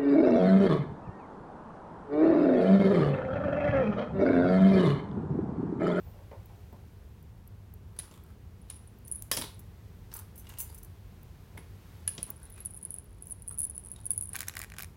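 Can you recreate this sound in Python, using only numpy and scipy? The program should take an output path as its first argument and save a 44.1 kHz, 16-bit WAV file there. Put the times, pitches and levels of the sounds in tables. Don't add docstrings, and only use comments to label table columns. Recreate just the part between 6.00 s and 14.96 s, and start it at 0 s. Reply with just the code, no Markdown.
import sys
import numpy as np
from scipy import signal
from scipy.fft import rfft, irfft, next_fast_len
from scipy.io import wavfile
from scipy.ndimage import uniform_filter1d

SR = 44100
rng = np.random.default_rng(int(sys.argv[2]) if len(sys.argv) > 2 else 0)


def transcribe(signal):
    frames = np.atleast_2d(signal).T
    limited = np.clip(frames, -1, 1)
    pcm = np.round(limited * 32767).astype(np.int16)
    wavfile.write(sys.argv[1], SR, pcm)


N = 395136
T = np.arange(N) / SR
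RING_T = T[:SR // 3]

# start_s, strike_peak_db (before trim), rattle_db, rattle_s
JOLTS = [(1.9897, -24.5, -54, 0.06), (1.995, -30, -54, .01), (2.617, -52, -70, .01),
         (2.702, -29, -58, 0.11), (2.874, -53, -62, 0.013), (3.047, -63, -59, 0.14),
         (3.115, -24, -44, 0.01), (3.1225, -24.5, -46, 0.018), (3.1487, -35, -56, .01),
         (3.157, -30, -52, 0.04), (3.316, -23, -39, .02), (3.368, -25, -41, 0.033),
         (3.4148, -30.5, -56, 0.043), (3.545, -51, -65, .01), (5.578, -44, -61, 0.032),
         (6.0776, -16.5, -43, 0.014), (6.092, -25, -49.5, 0.07), (6.2298, -20.5, -49, 0.052),
         (6.431, -42, -58, 0.045), (6.6588, -23, -46, 0.02), (6.708, -37, -56, .01),
         (6.7451, -37, -52, 0.024), (6.7726, -37, -49, .018), (6.828, -37, -46, 0.025),
         (6.8514, -25, -50, .012), (6.906, -28, -44.5, 0.027), (6.942, -27, -50, 0.029),
         (6.9855, -30, -56, 0.017), (7.224, -33, -55, 0.02), (7.2706, -35, -61, 0.012),
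         (7.309, -31, -49, 0.01), (7.317, -32, -46, 0.011), (7.3212, -31, -47, 0.014),
         (7.422, -37, -56, 0.013), (7.4783, -29, -50, .01), (7.483, -27.5, -49, .01),
         (7.493, -30, -46, 0.023), (7.523, -39, -48.5, 0.033), (7.577, -35, -60, .01),
         (7.585, -25, -37, 0.013), (7.591, -21, -33, 0.016), (7.6035, -22, -42, 0.013),
         (7.6177, -23, -50, .01), (7.6315, -23, -39, 0.011), (7.6396, -26, -34, 0.0084),
         (7.651, -23, -47, 0.029), (7.698, -30, -43, 0.018), (7.749, -38, -47, 0.026),
         (7.779, -27, -53, 0.033), (7.9166, -27.5, -52, 0.039), (8.056, -28, -46, 0.01),
         (8.065, -24.5, -52, 0.017), (8.1065, -16.5, -31, 0.01), (8.1168, -23, -43, 0.016),
         (8.134, -30, -48, 0.044), (8.1782, -19.5, -38, 0.016), (8.211, -23, -48, 0.01),
         (8.225, -25, -45, 0.01), (8.2333, -31, -44, .01), (8.2379, -31, -46, 0.026),
         (8.292, -31, -54, .01), (8.333, -26.5, -45, 0.013)]
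# time_s, level_db (before trim)
ROLLING = [(6.1, -72), (6.17, -68), (6.27, -61.5), (6.62, -59.5), (6.82, -53), (7.01, -83), (7.24, -63.5),
           (7.46, -68), (7.62, -53), (7.73, -75), (7.88, -50.5), (8.04, -62), (8.15, -49), (8.26, -49),
           (8.32, -64), (8.4, -61)]
# start_s, peak_db (before trim), t60_s
FREE_RINGS = [(6.08, -26.5, 0.054), (6.604, -35, 0.079), (6.651, -30, 0.045), (6.765, -43, .08),
              (6.92, -42, 0.073), (7.299, -39, .06), (7.4224, -48, 0.06), (7.6176, -32, 0.081),
              (8.21, -39, 0.22)]


def bell(strike_trim_db=3, settle_db=5, roll_trim_db=-2, ring_trim_db=-2.5, graze_db=-21, graze_s=0.0025):
    carried_s, carried_db = np.transpose(ROLLING)
    roll_gain = np.interp(T, carried_s, undb(carried_db + roll_trim_db), left=0, right=0)
    out = rolling(rate_hz=110, spread_db=11.5) * roll_gain
    rattle = rolling(rate_hz=380, spread_db=13.5)
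    for start_s, strike_db, rattle_db, rattle_s in JOLTS:
        add(out, start_s - graze_s, undb(strike_db + graze_db) * tink())
        add(out, start_s, undb(strike_db + strike_trim_db) * tink())
        run = rattle[(T >= start_s) & (T < start_s + max(rattle_s, .01))]
        settle = undb(np.linspace(0, -settle_db, len(run))) * signal.windows.tukey(len(run), .1)
        add(out, start_s, level(run * settle, rattle_db))
    for start_s, peak_db, t60_s in FREE_RINGS:
        add(out, start_s, undb(peak_db + ring_trim_db) * shell_tone(t60_s))
    return out


def rolling(rate_hz, spread_db, spots=8):
    force = undb(spread_db * rng.uniform(-1, 1, N))
    hits = (rng.random(N) < rate_hz / SR) * force
    spot = rng.integers(0, spots, N)
    return level(sum(signal.oaconvolve(hits * (spot == k), tink())[:N] for k in range(spots)), 0)


# pitch_hz (before detune), gain_db (before peak scaling)
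SHELL_COLOUR = [(1000, -65.5), (5000, -43.5), (6000, -36), (6550, -32.5), (7100, -39), (8000, -33),
                (9000, -19.5), (9600, -6.5), (9900, 2.5), (10400, -7), (11000, -16), (12000, -26.5),
                (13000, -26), (16000, -33)]
# pitch_hz (before detune), level_db, t60_s
SHELL_MODES = [(6600, -41.5, 0.037), (9630, -26, .032), (10600, -31, .035), (11120, -30, 0.078)]


def tink(detune=0.0071, buzz_db=-27, buzz_t60_s=0.011, size=4096):
    push = undb(buzz_db) * burst(buzz_t60_s)[:size]
    push[0] += 1
    shift = 1 + detune * rng.standard_normal()
    damped = peak(colour(push, [(hz * shift, db) for hz, db in SHELL_COLOUR]), 0)
    return damped + ring(SHELL_MODES, scatter_db=0.0, detune=0.0019)[:size]


def shell_tone(t60_s, pitch_hz=11190):
    return fade(t60_s) * np.sin(2 * np.pi * pitch_hz * RING_T)


# start_s, peak_db (before trim),
# thump_peak_db (before trim), piece_hz, piece_re_peak_db, crack_upper_edge_hz
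KNOCKS = [(1.9884, -34.5, -53, 3460, -17, 12000), (1.997, -39.5, -57, 4000, -14, 12000),
          (2.112, -51, -51, 7300, -6, 9000), (2.6995, -39, -53, 3210, -13, 9000),
          (2.707, -41.5, -58, 3800, -15, 9000), (3.3147, -13.5, -38, 3090, -13, 13000),
          (3.324, -35, -43, 1770, -4, 12000), (3.335, -31.5, -36.5, 5160, 0, 12000),
          (3.345, -41, -43, 3725, -8, 12000), (3.3714, -20.5, -35, 3240, -22, 14000),
          (3.38, -35, -38, 936, -6.5, 14000), (3.387, -34.5, -33.5, 8500, -2, 14000),
          (3.414, -41, -37, 1020, -1, 14000), (3.438, -38, -35.5, 3400, -4, 12000),
          (4.116, -47, -62, 4300, -16, 9000), (4.179, -48, -62, 3860, -19, 7000),
          (4.469, -44.5, -66, 2860, -5, 8000), (4.499, -42, -67, 2840, -8, 7000),
          (4.577, -49, -66, 2800, -8, 9000), (5.577, -44.5, -43, 2170, 1.5, 3500),
          (6.077, -31.5, -52, 1720, -13, 9000), (6.08, -40.5, -57, 2880, 0, 9000),
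          (6.1797, -33, -40, 3270, -11, 5540), (6.229, -41.5, -58, 2620, -7.5, 8000),
          (7.961, -48.5, -66, 3780, -3, 9000), (8.107, -48, -70, 2230, -8, 6000)]
# pitch_hz (before detune), level_db (relative), t60_s
TABLE_MODES = [(581, -12, .16), (720, -10, .07), (930, -7, .08), (1093, -4, .1), (1380, -9, .06),
               (1740, -4.5, .06), (1809, -3, .09), (3020, -7, .05), (3321, -9, .16), (3690, -10, .13),
               (4381, -11, .15), (4853, -10, .14), (5170, -7, .2), (5522, -5, .18), (5943, -9, .18),
               (6234, -9, .06), (6961, -12, .16), (7471, -9, .18), (7931, -9, .16), (8376, -12, .18)]


def knocks(knock_trim_db=1, modes_db=-5, stir=0.24, hard_knock_db=-11, click_db=-1, click_t60_s=0.0079,
           crack_t60_s=0.032, clatter_db=-18, clatter_t60_s=0.23, body_db=-1, body_hz=3600, body_q=1.8,
           piece_t60_s=0.032, thump_trim_db=-2):
    out = np.zeros(N)
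    for start_s, peak_db, thump_db, piece_hz, piece_db, edge_hz in KNOCKS:
        stirred_db = modes_db + stir * (peak_db - hard_knock_db)
        modes = peak(ring(TABLE_MODES, scatter_db=2.0, detune=0.0006), stirred_db)
        click = undb(click_db) * burst(click_t60_s)
        clatter = undb(clatter_db) * burst(clatter_t60_s)
        crack = band(click + burst(crack_t60_s) + clatter, 470, edge_hz)
        crack = peak(crack + undb(body_db) * resonate(crack, body_hz, body_q), 0)
        piece = undb(peak_db + piece_db) * fade(piece_t60_s) * np.sin(2 * np.pi * piece_hz * RING_T)
        thump = peak(band(burst(0.1), 104, 490), thump_db + thump_trim_db)
        add(out, start_s, peak(modes + crack, peak_db + knock_trim_db) + piece + thump)
    return out


# start_s, peak_db (before trim), tilt_db_per_octave
SNAPS = [(8.333, -45, -2), (8.3385, -41, -2), (8.344, -41, -8), (8.3548, -24, 0.5), (8.3565, -22, -1),
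         (8.3639, -16, 0.5), (8.388, -32, -2), (8.391, -25, 2), (8.4064, -14.5, 1.5), (8.416, -25, 0),
         (8.4203, -25.5, -1), (8.4306, -28, 0.5), (8.472, -32, -1), (8.4832, -19, 1.5), (8.4852, -19.5, 4),
         (8.4962, -30, -1.5), (8.539, -35, -2), (8.5536, -27, 0.5), (8.5685, -19.5, -2), (8.5698, -24, -2),
         (8.5812, -32, 2), (8.592, -23, 3), (8.6017, -31, -4), (8.617, -19.5, 1.5), (8.63, -33, 1),
         (8.638, -28, -0.5), (8.6454, -31.5, -2.5), (8.701, -37, -3), (8.7201, -34.5, -3.5),
         (8.739, -37, -2.5), (8.7665, -34, -2.5), (8.7849, -24.5, -1.5), (8.7934, -26, 0),
         (8.8018, -27, -1), (8.807, -28, 0), (8.8235, -22.5, 7), (8.8332, -25.5, -1.5), (8.8452, -28.5, 0)]
# pitch_hz, gain_db (before level scaling)
FIBRE_COLOUR = [(300, -1.5), (900, 1.5), (1800, 2.5), (3000, -2.5), (7000, -9), (16000, -18)]


def claws(snap_trim_db=2.0, slip_db=-11, slip_s=0.00076, drag_db=-39.5, drag_s=0.021, grain_db=6):
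    out, pull = np.zeros(N), np.zeros(N)
    for start_s, peak_db, tilt in SNAPS:
        add(out, start_s - slip_s, undb(peak_db + slip_db) * snap(tilt))
        add(out, start_s, undb(peak_db + snap_trim_db) * snap(tilt))
        near = np.abs(T - start_s) < .1
        pull[near] += undb(peak_db) * np.exp(-np.abs(T[near] - start_s) / drag_s)
    fibres = rng.standard_normal(N) * undb(grain_db * walk(500))
    return out + pull * level(colour(fibres, FIBRE_COLOUR), drag_db)


# pitch_hz (before detune), gain_db (before tilt and scatter)
SNAP_COLOUR = [(300, -16), (800, -6), (1250, 2), (1900, 9.5), (2500, 3), (3100, -1.5), (3600, 2),
               (4300, -0.5), (6200, 0.5), (7200, 4.5), (7700, -2.5), (9000, 0), (10700, 5.5), (12500, -4.5),
               (13800, 3), (16000, -2.5)]


def snap(tilt, fray_db=-10, fray_t60_s=0.0052, detune=0.054, scatter_db=3.0):
    push = undb(fray_db) * burst(fray_t60_s)[:1024]
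    push[0] += 1
    shift = np.exp(detune * rng.standard_normal())
    scatter = scatter_db * rng.standard_normal(len(SNAP_COLOUR))
    points = [(hz * shift, db + tilt * np.log2(hz) + extra)
              for (hz, db), extra in zip(SNAP_COLOUR, scatter)]
    return peak(colour(push, points), 0)


# start_s, peak_db (before trim), t60_s, jangle_s
CHINKS = [(3.079, -35.5, 0.031, 0), (3.223, -25.5, 0.012, 0), (3.314, -23.5, 0.09, 0.025),
          (3.375, -33, .08, 0), (3.392, -31, 0.073, .015), (3.593, -40.5, 0.052, 0),
          (4.139, -28.5, 0.058, 0.051), (4.357, -44, 0.046, 0), (4.378, -38, 0.1, 0.017),
          (4.491, -39, .037, 0), (4.586, -25, 0.13, 0), (4.603, -21, 0.14, 0), (4.746, -36.5, 0.061, 0.03),
          (4.83, -37.5, 0.039, 0.02), (5.577, -47, .03, 0), (7.256, -44, 0.042, 0.047)]
# pitch_hz (before detune), level_db (relative)
TRINKET_MODES = [(6150, -5), (6260, -10), (7100, -12), (8100, -16), (8750, -10), (8880, -11), (9700, -4),
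                 (10300, 4), (10480, -3), (10950, -2), (11400, -4), (11850, -8), (12600, -2), (12850, -5),
                 (13400, -5), (14050, -3), (14600, -7), (15400, -2), (15580, -2)]


def chinks(chink_trim_db=1, scrape_db=-2, grain_db=5, gap_s=0.021, fall_db=5):
    out = np.zeros(N)
    for start_s, first_db, t60_s, jangle_s in CHINKS:
        modes = [(hz, db, t60_s) for hz, db in TRINKET_MODES]
        for contact_s, peak_db in flurry(start_s, first_db, jangle_s, gap_s, fall_db):
            metal = peak(ring(modes, scatter_db=5.0, detune=0.006), 0)
            steps = np.repeat(rng.standard_normal(len(RING_T) // 64 + 1), 64)[:len(RING_T)]
            grain = undb(grain_db * steps)
            scrape = peak(band(burst(t60_s) * grain, 9160, 15000), scrape_db)
            add(out, contact_s, peak(metal + scrape, peak_db + chink_trim_db))
    return out


def flurry(start_s, peak_db, length_s, gap_s, fall_db, uneven=.07):
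    count = int(round(length_s / gap_s)) + 1
    along = np.linspace(0, 1, count)
    slack_s = uneven * gap_s * rng.standard_normal(count) * (along > 0)
    return zip(start_s + length_s * along + slack_s, peak_db - fall_db * along)


# start_s, level_db (before trim), low_end_re_bump_db (before trim)
BUMPS = [(0.065, -47.5, -10), (0.137, -51, -7), (0.189, -48.5, -16), (0.314, -39, -23), (0.497, -49.5, -9),
         (0.726, -47, 1), (5.549, -52, 1), (5.578, -54.5, 10.5), (6.185, -52, 15.5), (6.289, -52, 5)]
# centre_s, length_s, level_db (before trim and swell), resonance_hz
SCUFFS = [(2.028, 0.32, -66, 1250), (2.03, 0.091, -63, 4800), (2.122, 0.13, -65.5, 3480),
          (2.143, 0.063, -73, 7250), (2.29, 0.063, -61, 1360), (2.74, 0.078, -62, 3900),
          (3.42, 0.07, -42.5, 3840), (4.13, 0.046, -60, 5330), (4.174, 0.12, -60, 1310),
          (4.183, 0.051, -59, 5000), (4.423, .04, -63, 3100), (4.51, 0.086, -56, 2820),
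          (4.517, .06, -60, 6460), (4.6, 0.082, -56.5, 2960), (4.677, 0.083, -64, 4800),
          (4.717, 0.08, -57.5, 11000), (5.578, 0.008, -46, 2310), (6.13, .08, -61, 4600),
          (6.2, .035, -58, 10000), (6.27, 0.045, -59, 2900), (6.292, 0.04, -57, 1240),
          (6.437, 0.06, -62.5, 1590), (6.463, 0.1, -67, 4000), (6.573, 0.095, -65.5, 2600),
          (6.606, .07, -68, 3900), (7.513, 0.018, -56, 1280), (7.868, .02, -66, 1300),
          (7.985, 0.051, -64, 3740)]
# pitch_hz, gain_db (before level scaling)
SCUFF_COLOUR = [(300, -13), (900, 9), (2800, -3), (6000, -7), (10000, -2), (16000, -5)]


def paws(bump_trim_db=-1, bump_t60_s=0.2, pat_db=-9, pat_t60_s=0.017, low_trim_db=-2, scuff_trim_db=-2,
         grain_db=6.0, resonance_db=10, resonance_q=5):
    out = np.zeros(N)
    for start_s, bump_db, low_db in BUMPS:
        body = peak(band(burst(bump_t60_s), 390, 860), 0)
        low = peak(band(burst(0.073), 135, 228), low_db + low_trim_db)
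        pat = peak(band(burst(pat_t60_s), 1050, 2600), pat_db)
        add(out, start_s, undb(bump_db + bump_trim_db) * (body + low + pat))
    brush = colour(rng.standard_normal(N) * undb(grain_db * walk(250)), SCUFF_COLOUR)
    for centre_s, length_s, level_db, resonance_hz in SCUFFS:
        near = np.abs(T - centre_s) < 1.5 * length_s
        rub = brush[near] + undb(resonance_db) * resonate(brush[near], resonance_hz, resonance_q)
        swell = np.exp(-(2 * (T[near] - centre_s) / length_s) ** 2)
        out[near] += level(rub, level_db + scuff_trim_db) * swell
    return out


# time_s, peak_db (before trim), pitch_hz
SQUEAK = [(0, -76, 13400), (.045, -64, 14800), (.075, -65.5, 14550), (.115, -68, 14550), (.155, -80, 13100)]


def squeak(trim_db=-2):
    time_s, peak_db, pitch_hz = np.transpose(SQUEAK)
    gain = np.interp(T, time_s, undb(peak_db + trim_db), left=0, right=0)
    phase = 2 * np.pi * np.cumsum(np.interp(T, time_s, pitch_hz)) / SR
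    return gain * np.sin(phase)


# start_s, peak_db (before trim), pitch_hz
TICKS = [(0.458, -47, 15500), (0.7282, -48, 15700), (1.2271, -49, 13000), (1.476, -47, 13000),
         (1.7386, -42, 15700), (2.237, -51, 12500), (2.987, -50, 13500), (5.2314, -44, 14900),
         (6.3032, -23, 15200), (6.5015, -41, 15000), (7.043, -49, 13500)]


def ticks(trim_db=2, t60_s=0.014, q=6):
    out = np.zeros(N)
    for start_s, peak_db, pitch_hz in TICKS:
        tick = resonate(band(burst(t60_s), 9000, 16000), pitch_hz, q)
        add(out, start_s, peak(tick, peak_db + trim_db))
    return out


# pitch_hz, density_db_per_hz (before level scaling)
AIR = [(12, -57), (20, -43.5), (41, -4), (96, 0), (130, -9.5), (182, -10.5), (285, -22), (410, -20),
       (558, -28.5), (802, -30), (1030, -31), (1150, -34), (8410, -50), (13200, -47), (16000, -49)]
# time_s, gain_db
HISS = [(0, 3), (.6, 3.5), (1.4, 0), (1.9, 0), (3.8, 3.5), (5.1, 4), (5.76, 5.5), (5.92, 8), (6.4, 4),
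        (7.1, 0.5), (8.96, 2)]
# pitch_hz, level_db, waver_hz
HUM = [(101.25, -58, 3.08), (54.6, -65.5, 3.23), (74.5, -71.5, 3.96), (394, -88, 12.1)]


def room_tone(air_db=-49.5, hiss_hz=1500, hum_sway_db=3.9):
    air = level(colour(rng.standard_normal(N), AIR), air_db)
    hiss = signal.sosfilt(signal.butter(1, hiss_hz, "high", fs=SR, output="sos"), air)
    swell = undb(np.interp(T, *np.transpose(HISS)))
    out = air + hiss * (swell - 1)
    for pitch_hz, level_db, waver_hz in HUM:
        phase = 2 * np.pi * np.cumsum(pitch_hz + waver_hz * walk(14)) / SR
        out += level(np.sin(phase) * undb(hum_sway_db * walk(9)), level_db)
    return out


def room(x, wet_db, t60_s=0.34, early_db=-13, early_t60_s=0.016, dull_hz=13000):
    early = burst(early_t60_s) * (RING_T > .0012)
    early = undb(early_db) * early / np.linalg.norm(early)
    tail = burst(t60_s) * (RING_T > .007)
    tail = signal.lfilter(*signal.butter(1, dull_hz, fs=SR), tail / np.linalg.norm(tail))
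    return x + (signal.oaconvolve(x, early) + signal.oaconvolve(x * undb(wet_db), tail))[:N]


def undb(db):
    return 10 ** (np.asarray(db) / 20)


def level(x, db):
    return x * undb(db) / np.sqrt(np.mean(x ** 2))


def peak(x, db):
    return x * undb(db) / np.abs(x).max()


def add(out, start_s, x):
    i = int(np.clip(start_s * SR, 0, N - 1))
    out[i:i + len(x)] += x[:N - i]


def fade(t60_s):
    return np.exp(-np.log(1000) * RING_T / t60_s)


def burst(t60_s):
    return rng.standard_normal(len(RING_T)) * fade(t60_s)


def colour(x, points):
    hz, db = np.transpose(points)
    size = 2 * next_fast_len(len(x) // 2 + 2048)
    log_hz = np.log(np.arange(size // 2 + 1) * SR / size + 1)
    cepstrum = irfft(np.log(undb(np.interp(log_hz, np.log(hz), db))))
    cepstrum[1:size // 2] *= 2
    cepstrum[size // 2 + 1:] = 0
    return irfft(rfft(x, size) * np.exp(rfft(cepstrum)))[:len(x)]


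def band(x, lo_hz, hi_hz):
    return signal.sosfilt(signal.butter(2, [lo_hz, hi_hz], "band", fs=SR, output="sos"), x + 1e-18)


def resonate(x, hz, q):
    return signal.lfilter(*signal.iirpeak(hz, q, fs=SR), x + 1e-18)


def walk(rate_hz):
    k = int(SR / rate_hz)
    steps = np.repeat(rng.standard_normal(N // k + 1), k)
    return level(uniform_filter1d(steps, k)[:N], 0)


def ring(modes, scatter_db, detune):
    out = np.zeros(len(RING_T))
    for hz, db, t60_s in modes:
        weight, shift = rng.standard_normal(2)
        tone = np.sin(2 * np.pi * hz * (1 + detune * shift) * RING_T)
        out += undb(db + scatter_db * weight) * fade(t60_s) * tone
    return out


# time_s, wet_db
BELL_ROOM = [(2, -11), (2.75, -8), (3.1, -9), (6.1, -10), (6.3, -16), (6.65, -16), (8.3, -17.5)]


def scene():
    near = room(bell(), wet_db=np.interp(T, *np.transpose(BELL_ROOM)))
    near += room(claws(), wet_db=-15.5) + ticks()
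    table = room(knocks(), wet_db=-9.5) + room(chinks(), wet_db=-11.0)
    table += room(paws() + squeak(), wet_db=-3.5)
    return (near + table + room_tone())[None]


def record(dry, top_hz=16000):
    return signal.sosfilt(signal.ellip(8, .2, 70, top_hz, fs=SR, output="sos"), dry)


dry = scene()
out = record(dry)
transcribe(out)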